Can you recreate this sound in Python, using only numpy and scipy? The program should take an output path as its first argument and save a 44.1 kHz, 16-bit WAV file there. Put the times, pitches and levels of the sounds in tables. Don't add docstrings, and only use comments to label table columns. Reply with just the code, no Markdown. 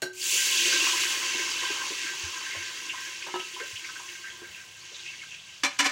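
import sys
import numpy as np
from scipy import signal
from scipy.fft import rfft, irfft, next_fast_len
from scipy.io import wavfile
from scipy.ndimage import uniform_filter1d

SR = 44100
rng = np.random.default_rng(int(sys.argv[2]) if len(sys.argv) > 2 else 0)


def dump_mix(stems):
    frames = np.atleast_2d(stems).T
    limited = np.clip(frames, -1, 1)
    pcm = np.round(limited * 32767).astype(np.int16)
    wavfile.write(sys.argv[1], SR, pcm)


N = 260631
TIME = np.arange(N) / SR
CLICK = np.eye(1, SR // 2)[0]
TOP_HZ = 15830
LIFT_S, LIFT_TAKES_S = 4.56, 0.53


def undb(db):
    return 10 ** (np.asarray(db) / 20)


def level(x, db):
    return x * undb(db) / np.sqrt(np.mean(x ** 2))


def band(x, hz, width_hz):
    b, a = signal.iirpeak(min(hz, .45 * SR), hz / width_hz, SR)
    return signal.lfilter(b, a, x)


def colour(x, table):
    hz, db = np.transpose(table)
    size = next_fast_len(N)
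    log_f = np.log(np.arange(1, size // 2 + 2) * SR / size)
    gain_db = np.interp(log_f, np.log(hz), db, left=-80, right=-80)
    return irfft(rfft(x, size) * undb(gain_db), size)[:N]


def walk(rate_hz):
    steps = rng.standard_normal(int(rate_hz * N / SR) + 2)
    smooth = uniform_filter1d(np.repeat(steps, 8), size=8)
    smooth = uniform_filter1d(smooth, size=8)
    return 1.3 * np.interp(TIME * rate_hz * 8, np.arange(len(smooth)), smooth)


def fall(t, t60_s):
    return np.exp(-np.log(1000) * t / t60_s)


def decay(start_s, rise_s, t60_s):
    t = np.maximum(TIME - start_s, 0)
    return (1 - np.exp(-t / rise_s)) ** 2 * fall(t, t60_s)


def ring(x, modes):
    response = sum(undb(db) * band(CLICK, hz, np.log(1000) / np.pi / t60_s) for hz, db, t60_s in modes)
    return signal.oaconvolve(x, response)[:N]


def random_bursts(per_s, spread_db):
    when, size = rng.random((int(per_s * N / SR), 2)).T
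    gain_db = np.minimum(-spread_db * np.log(size + 1e-9), 3 * spread_db)
    return (when * N).astype(int), undb(gain_db)


def uncovering():
    return np.clip((TIME - LIFT_S) / LIFT_TAKES_S, 0, 1)


def boil():
    # t/s, hiss level/dB
    heat = [(0.13, -55.5), (0.2, -39.5), (0.27, -30.5), (0.33, -26.5), (0.45, -26), (0.69, -23.5),
            (0.85, -24.5), (1.1, -28.5), (1.45, -30.5), (2.17, -35.5), (2.6, -38), (3.06, -40), (3.79, -42),
            (4.2, -45), (4.48, -49), (4.76, -48.5), (5.03, -44), (5.28, -46.5), (5.43, -49), (5.6, -49.5)]
    # f/Hz, relative density/dB
    largest_spectrum = [(150, -25.5), (260, -4.5), (350, 2.5), (480, -1.5), (600, -7.5), (760, -20.5)]
    big_spectrum = [(620, -41), (800, -10), (950, -3.5), (1250, -4.5), (1500, -8.5)]
    middle_spectrum = [(1100, -40), (1400, -2), (1700, 5.5), (2200, 4.5), (2700, -10)]
    hiss_spectrum = [(1290, -33), (2200, -10.5), (2360, -5.5), (2760, -2), (4220, -7), (6410, -5),
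                     (7800, -14), (10100, -27), (17200, -120)]
    spray_spectrum = [(4120, -20), (7000, -3), (7520, -4.5), (8250, -10.5), (10300, -13), (13300, -21),
                      (15100, -14), (15900, -13)]
    # at landing/dB, settled/dB, settling time/s, drift/(dB/s), change uncovered/dB
    spray_share = (0.5, -15.5, 0.58, 1.5, -6)
    middle_share = (-15, -8, 0.72, 0.97, -5.5)
    big_share = (-28.5, -10, 0.62, -1.16, -3)
    largest_share = (-26.5, -16, 0.82, -0.39, -6.5)

    surge_db = .5 * walk(34.74)
    hiss = fizz(hiss_spectrum, per_s=100., spread_db=2.5, grain_db=-5.5, flicker_db=1.8,
                cycles=38.0, surge_db=surge_db)
    spray = fizz(spray_spectrum, per_s=110.0, spread_db=7.5, grain_db=-7.0, flicker_db=0.5,
                 cycles=11.0, surge_db=0.35 * surge_db)
    middle = fizz(middle_spectrum, per_s=47.0, spread_db=3.0, grain_db=-6.0, flicker_db=4.5,
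                  cycles=14.0, surge_db=1.7 * surge_db)
    big = fizz(big_spectrum, per_s=50., spread_db=-2.5, grain_db=0.5, flicker_db=2.34,
               cycles=12., surge_db=0.24 * surge_db)
    largest = fizz(largest_spectrum, per_s=40., spread_db=-3.0, grain_db=1.5, flicker_db=2.3,
                   cycles=17.0, surge_db=0.86 * surge_db)
    mix = hiss + crackle()
    mix = mix + share(*spray_share) * spray + share(*middle_share) * middle
    mix = mix + share(*big_share) * big + share(*largest_share) * largest
    return undb(np.interp(TIME, *np.transpose(heat), left=-70)) * mix


def fizz(spectrum, per_s, spread_db, grain_db, flicker_db, cycles, surge_db):
    octaves = np.log2(np.array(spectrum)[:, 0])
    top = min(octaves[-1], np.log2(TOP_HZ)) + 1 / 3
    out = 0
    for hz in 2 ** np.arange(octaves[0], top, 1 / 3):
        index, gain = random_bursts(per_s, spread_db)
        bursts = np.zeros((2, N))
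        bursts[np.arange(len(index)) % 2, index] = gain
        blips = band(bursts[0], hz * 2 ** (1 / 12), hz / cycles)
        blips = blips + band(bursts[1], hz / 2 ** (1 / 12), hz / cycles)
        steam = level(band(rng.standard_normal(N), hz, hz / 2.53), 0)
        family = steam + level(blips, grain_db)
        out = out + family * np.sqrt(hz) * undb(flicker_db * walk(21.88) + surge_db)
    return level(pot(colour(out, spectrum)), 0)


def share(landing_db, settled_db, settle_s, drift_db_per_s, uncovered_db):
    pour_s, wander_db = 0.15, 1.42
    t = np.maximum(TIME - pour_s, 0)
    settling_db = (landing_db - settled_db) * np.exp(-t / settle_s)
    steady_db = settled_db + drift_db_per_s * t + uncovered_db * uncovering()
    return undb(steady_db + settling_db + wander_db * walk(6.0))


def crackle():
    index, gain = random_bursts(per_s=110., spread_db=2.5)
    ticks = np.zeros(N)
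    ticks[index] = gain
    snaps = pot(band(band(ticks, 3500.0, 1500.), 3550.0, 1500.))
    return level(snaps, -16) * undb(5.5 * uncovering())


def pockets():
    # t/s, peak/dB, f/Hz
    pocket_table = [(0.213, -27, 4700), (0.68, -43, 354), (0.721, -24, 1576), (0.74, -40, 343),
                    (0.798, -42, 358), (0.869, -29, 1110), (0.93, -34.5, 1012), (1.039, -47, 342),
                    (1.161, -45, 355), (1.223, -38, 1013), (1.346, -37, 345), (1.39, -35.5, 371),
                    (1.627, -35, 1023), (1.7, -33.5, 393), (1.903, -38.5, 389), (2.0616, -33.5, 1590),
                    (2.132, -44.5, 956), (2.54, -46, 1033), (2.548, -41, 575), (2.8932, -26.5, 2744),
                    (2.932, -41.5, 1015), (3.2214, -33, 2420), (3.394, -31, 2880), (3.5405, -33.5, 3020),
                    (3.563, -41, 1000), (3.585, -42.5, 1020), (3.5988, -32, 1790), (3.7557, -32, 2890),
                    (3.841, -32, 2180), (3.887, -37, 1514), (3.953, -36, 1576), (3.995, -41.5, 1020),
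                    (4.086, -37.5, 2730), (4.2397, -38, 1548), (4.2996, -37.5, 3220), (4.416, -43, 361),
                    (4.545, -38.5, 2640), (4.575, -43, 2720), (4.803, -44, 4500), (4.916, -49.5, 450),
                    (4.944, -36, 3800), (4.99, -36, 3820), (5.0594, -33, 2520), (5.08, -35.5, 2650),
                    (5.1272, -40, 2160), (5.1895, -41, 2740), (5.215, -37.5, 2173), (5.229, -42, 1614),
                    (5.3123, -38, 2670), (5.3424, -36, 2560), (5.3896, -41, 3250), (5.487, -42.5, 2794)]
    t60_s, q = 0.11, 2.23
    t60_power, q_power = -0.034, 0.44
    rows = []
    for s, db, hz in pocket_table:
        khz = hz / 1000
        rows.append((s, db, hz, t60_s * khz ** t60_power, q * khz ** q_power))
    return pops(rows, tone_db=-1.5, rise_s=0.0024, climb_octaves=0.15)


def gulp():
    # t/s, peak/dB, f/Hz, t60/s, Q per pass
    gulp_table = [(3.598, -36, 419, 0.12, 4.2)]
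    return pops(gulp_table, tone_db=2.0, rise_s=0.014, climb_octaves=1.4)


def pops(rows, tone_db, rise_s, climb_octaves):
    out, size = np.zeros(N), SR // 4
    t = np.arange(size) / SR
    for s, db, hz, t60_s, q in rows:
        puff = band(band(rng.standard_normal(size), hz, hz / q), hz, hz / q)
        pitch_hz = hz * 2 ** (climb_octaves * np.minimum(t / t60_s, 1))
        tone = np.sin(2 * np.pi * np.cumsum(pitch_hz) / SR)
        envelope = (1 - np.exp(-t / rise_s)) * fall(t, t60_s)
        pop = (puff / puff.std() + undb(tone_db) * tone) * envelope
        pop = pop * undb(db) / np.abs(pop).max()
        start = int(s * SR)
        out[start:start + size] += pop[:N - start]
    return out


def plate():
    # t/s, bare level/dB, rise/s, t60/s, added treble/dB, drive into modes/dB
    knocks = [(5.6333, -21, 0.0013, 0.12, -2, 0), (5.644, -25, 0.0031, 0.11, -12, 8),
              (5.728, -50, 0.0033, 0.091, 3, -4), (5.787, -18.5, 0.0049, .18, 10.5, 2.5),
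              (5.841, -11, 0.02, 0.14, 12, 3)]
    # f/Hz, gain/dB, t60/s
    plate_modes = [(281, 16, 0.3), (582, 13, 0.12), (780, 19.5, 0.084), (1057, 6, 0.13), (998, 12.5, 0.058),
                   (1245, 5, 0.14), (1357, 0, 0.32), (1490, -6, .08), (1680, 2, 0.068), (1746, 7, 0.077),
                   (2320, 0, 0.074), (2180, 1, 0.083), (2340, 3, .08), (2540, -4, 0.071), (2930, 6, 0.057),
                   (3500, 3, 0.1), (3600, -12, 0.073), (4140, 3, 0.097), (4670, -1, 0.056),
                   (5640, 1, 0.034), (6288, 2, 0.029), (7500, 1, 0.018)]
    # f/Hz, relative density/dB
    clang_spectrum = [(120, -62), (200, -15.5), (278, -9.5), (316, -8.5), (681, -20.5), (999, -9),
                      (1180, -6), (2230, -0.5), (3460, -6.5), (6330, -8), (15800, -35)]
    rattle = level(colour(rng.standard_normal(N), clang_spectrum), 0) * undb(2.0 * walk(200))
    treble = band(rattle, 8800.0, 7000.0)
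    bare, drive = 0, 0
    for s, db, rise_s, t60_s, treble_db, ring_db in knocks:
        body = rattle * decay(s, rise_s, t60_s)
        bright = undb(treble_db) * treble * decay(s, rise_s, 0.25 * t60_s)
        blow = undb(db) * (body + bright)
        bare = bare + blow
        drive = drive + undb(ring_db) * blow
    return bare + ring(drive, plate_modes)


def rim():
    # f/Hz, gain/dB, t60/s
    rim_modes = [(367, 6.5, 0.63), (543, -15, 0.035), (1550, 7.5, 0.24), (1574, -1, 0.25),
                 (2800, -12, 0.035), (3950, -7, 0.1), (4250, -10, 0.027), (5570, -5.5, 0.058),
                 (6620, -12, 0.035)]
    blow = rng.standard_normal(N) * decay(0.019, rise_s=0.00034, t60_s=.15)
    broad = band(blow, 2100.0, 2700.0)
    dull = undb(11.0) * band(blow, 400.0, 500.0)
    return undb(-29) * (broad + dull + undb(26) * ring(blow, rim_modes))


def rocks():
    # t/s, push level/dB, rough noise re push/dB, noise t60/s
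    contacts = [(3.267, -36.5, 14, 0.072), (3.285, -34, 3, 0.053), (3.341, -24, -8, .07),
                (3.358, -27.5, 2.5, 0.088), (3.395, -41, 12, 0.072)]
    # f/Hz, gain/dB, t60/s
    base_modes = [(366.5, 3.5, 0.29), (525, -15, 0.15), (804, -13.5, 0.055), (927, -4.5, 0.11),
                  (985, -9, 0.08), (1291, -7, 0.24), (1680, -10, 0.1), (2900, -7, 0.1), (3600, -10, 0.065)]
    push, rough = np.zeros(N), 0
    grit = band(rng.standard_normal(N), 650.0, 940.0)
    for s, db, rough_db, t60_s in contacts:
        push[int(s * SR)] = undb(db)
        rough = rough + undb(db + rough_db) * grit * decay(s, 0.0011, t60_s)
    push = signal.lfilter(*signal.butter(2, 2500., fs=SR), push)
    return undb(50) * ring(push, base_modes) + rough


def pot(x):
    # f/Hz, width/Hz, lift of each alone/dB
    pot_modes = [(349, 24, 9), (555, 70, 3.5), (1018, 25, 12.5), (1063.5, 21, 12), (1302, 14, 8),
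                 (1572.3, 31, 14.5), (1942, 26, 8), (2157, 31, 9), (2250, 63, 6), (2480, 19, 8.5),
                 (2560, 38, 6.5), (2694, 66, 8), (2838, 29, 5.5), (3000, 150, 4.5), (3270, 18, 8),
                 (3910, 28, 5.5), (4544, 40, 9), (5740, 130, 3), (6430, 330, 2)]
    response = CLICK + sum((undb(db) - 1) * band(CLICK, hz, width_hz) for hz, width_hz, db in pot_modes)
    return signal.oaconvolve(x, response)[:N]


def room(x):
    t = np.arange(SR // 2) / SR
    tail = band(rng.standard_normal(len(t)), 1550.0, 4600.0) * fall(t, t60_s=0.32)
    tail = tail * (t > .006)
    tail = tail / np.sqrt(np.sum(tail ** 2))
    return x + undb(-15) * signal.fftconvolve(x, tail)[:N]


def thuds():
    # t/s, level/dB, f/Hz, t60/s
    thud_table = [(2.235, -33, 83, 0.15), (2.563, -41, 94, 0.21), (3.729, -40, 98, 0.087)]
    return sum(undb(db) * decay(s, 0.0027, t60_s) * np.sin(2 * np.pi * hz * (TIME - s))
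               for s, db, hz, t60_s in thud_table)


def kitchen():
    # f/Hz, relative density/dB
    kitchen_spectrum = [(25, -31), (60, -1), (100, 4.5), (160, 2.5), (300, -11.5), (1000, -4.5),
                        (4000, -11), (12000, -47), (15500, -29)]
    return level(colour(rng.standard_normal(N), kitchen_spectrum), -61.5) * undb(1.5 * walk(4))


def scene():
    struck = plate() + rim() + rocks()
    mono = boil() + room(pot(pockets() + gulp()) + struck) + thuds() + kitchen()
    return np.array([mono, mono])


def record(dry):
    ceiling = 0.36
    dry = signal.sosfilt(signal.butter(2, 55., "high", fs=SR, output="sos"), dry)
    dry = ceiling * np.tanh(dry / ceiling)
    return signal.sosfilt(signal.ellip(10, .2, 80, TOP_HZ, fs=SR, output="sos"), dry)


dry = scene()
out = record(dry)
dump_mix(out)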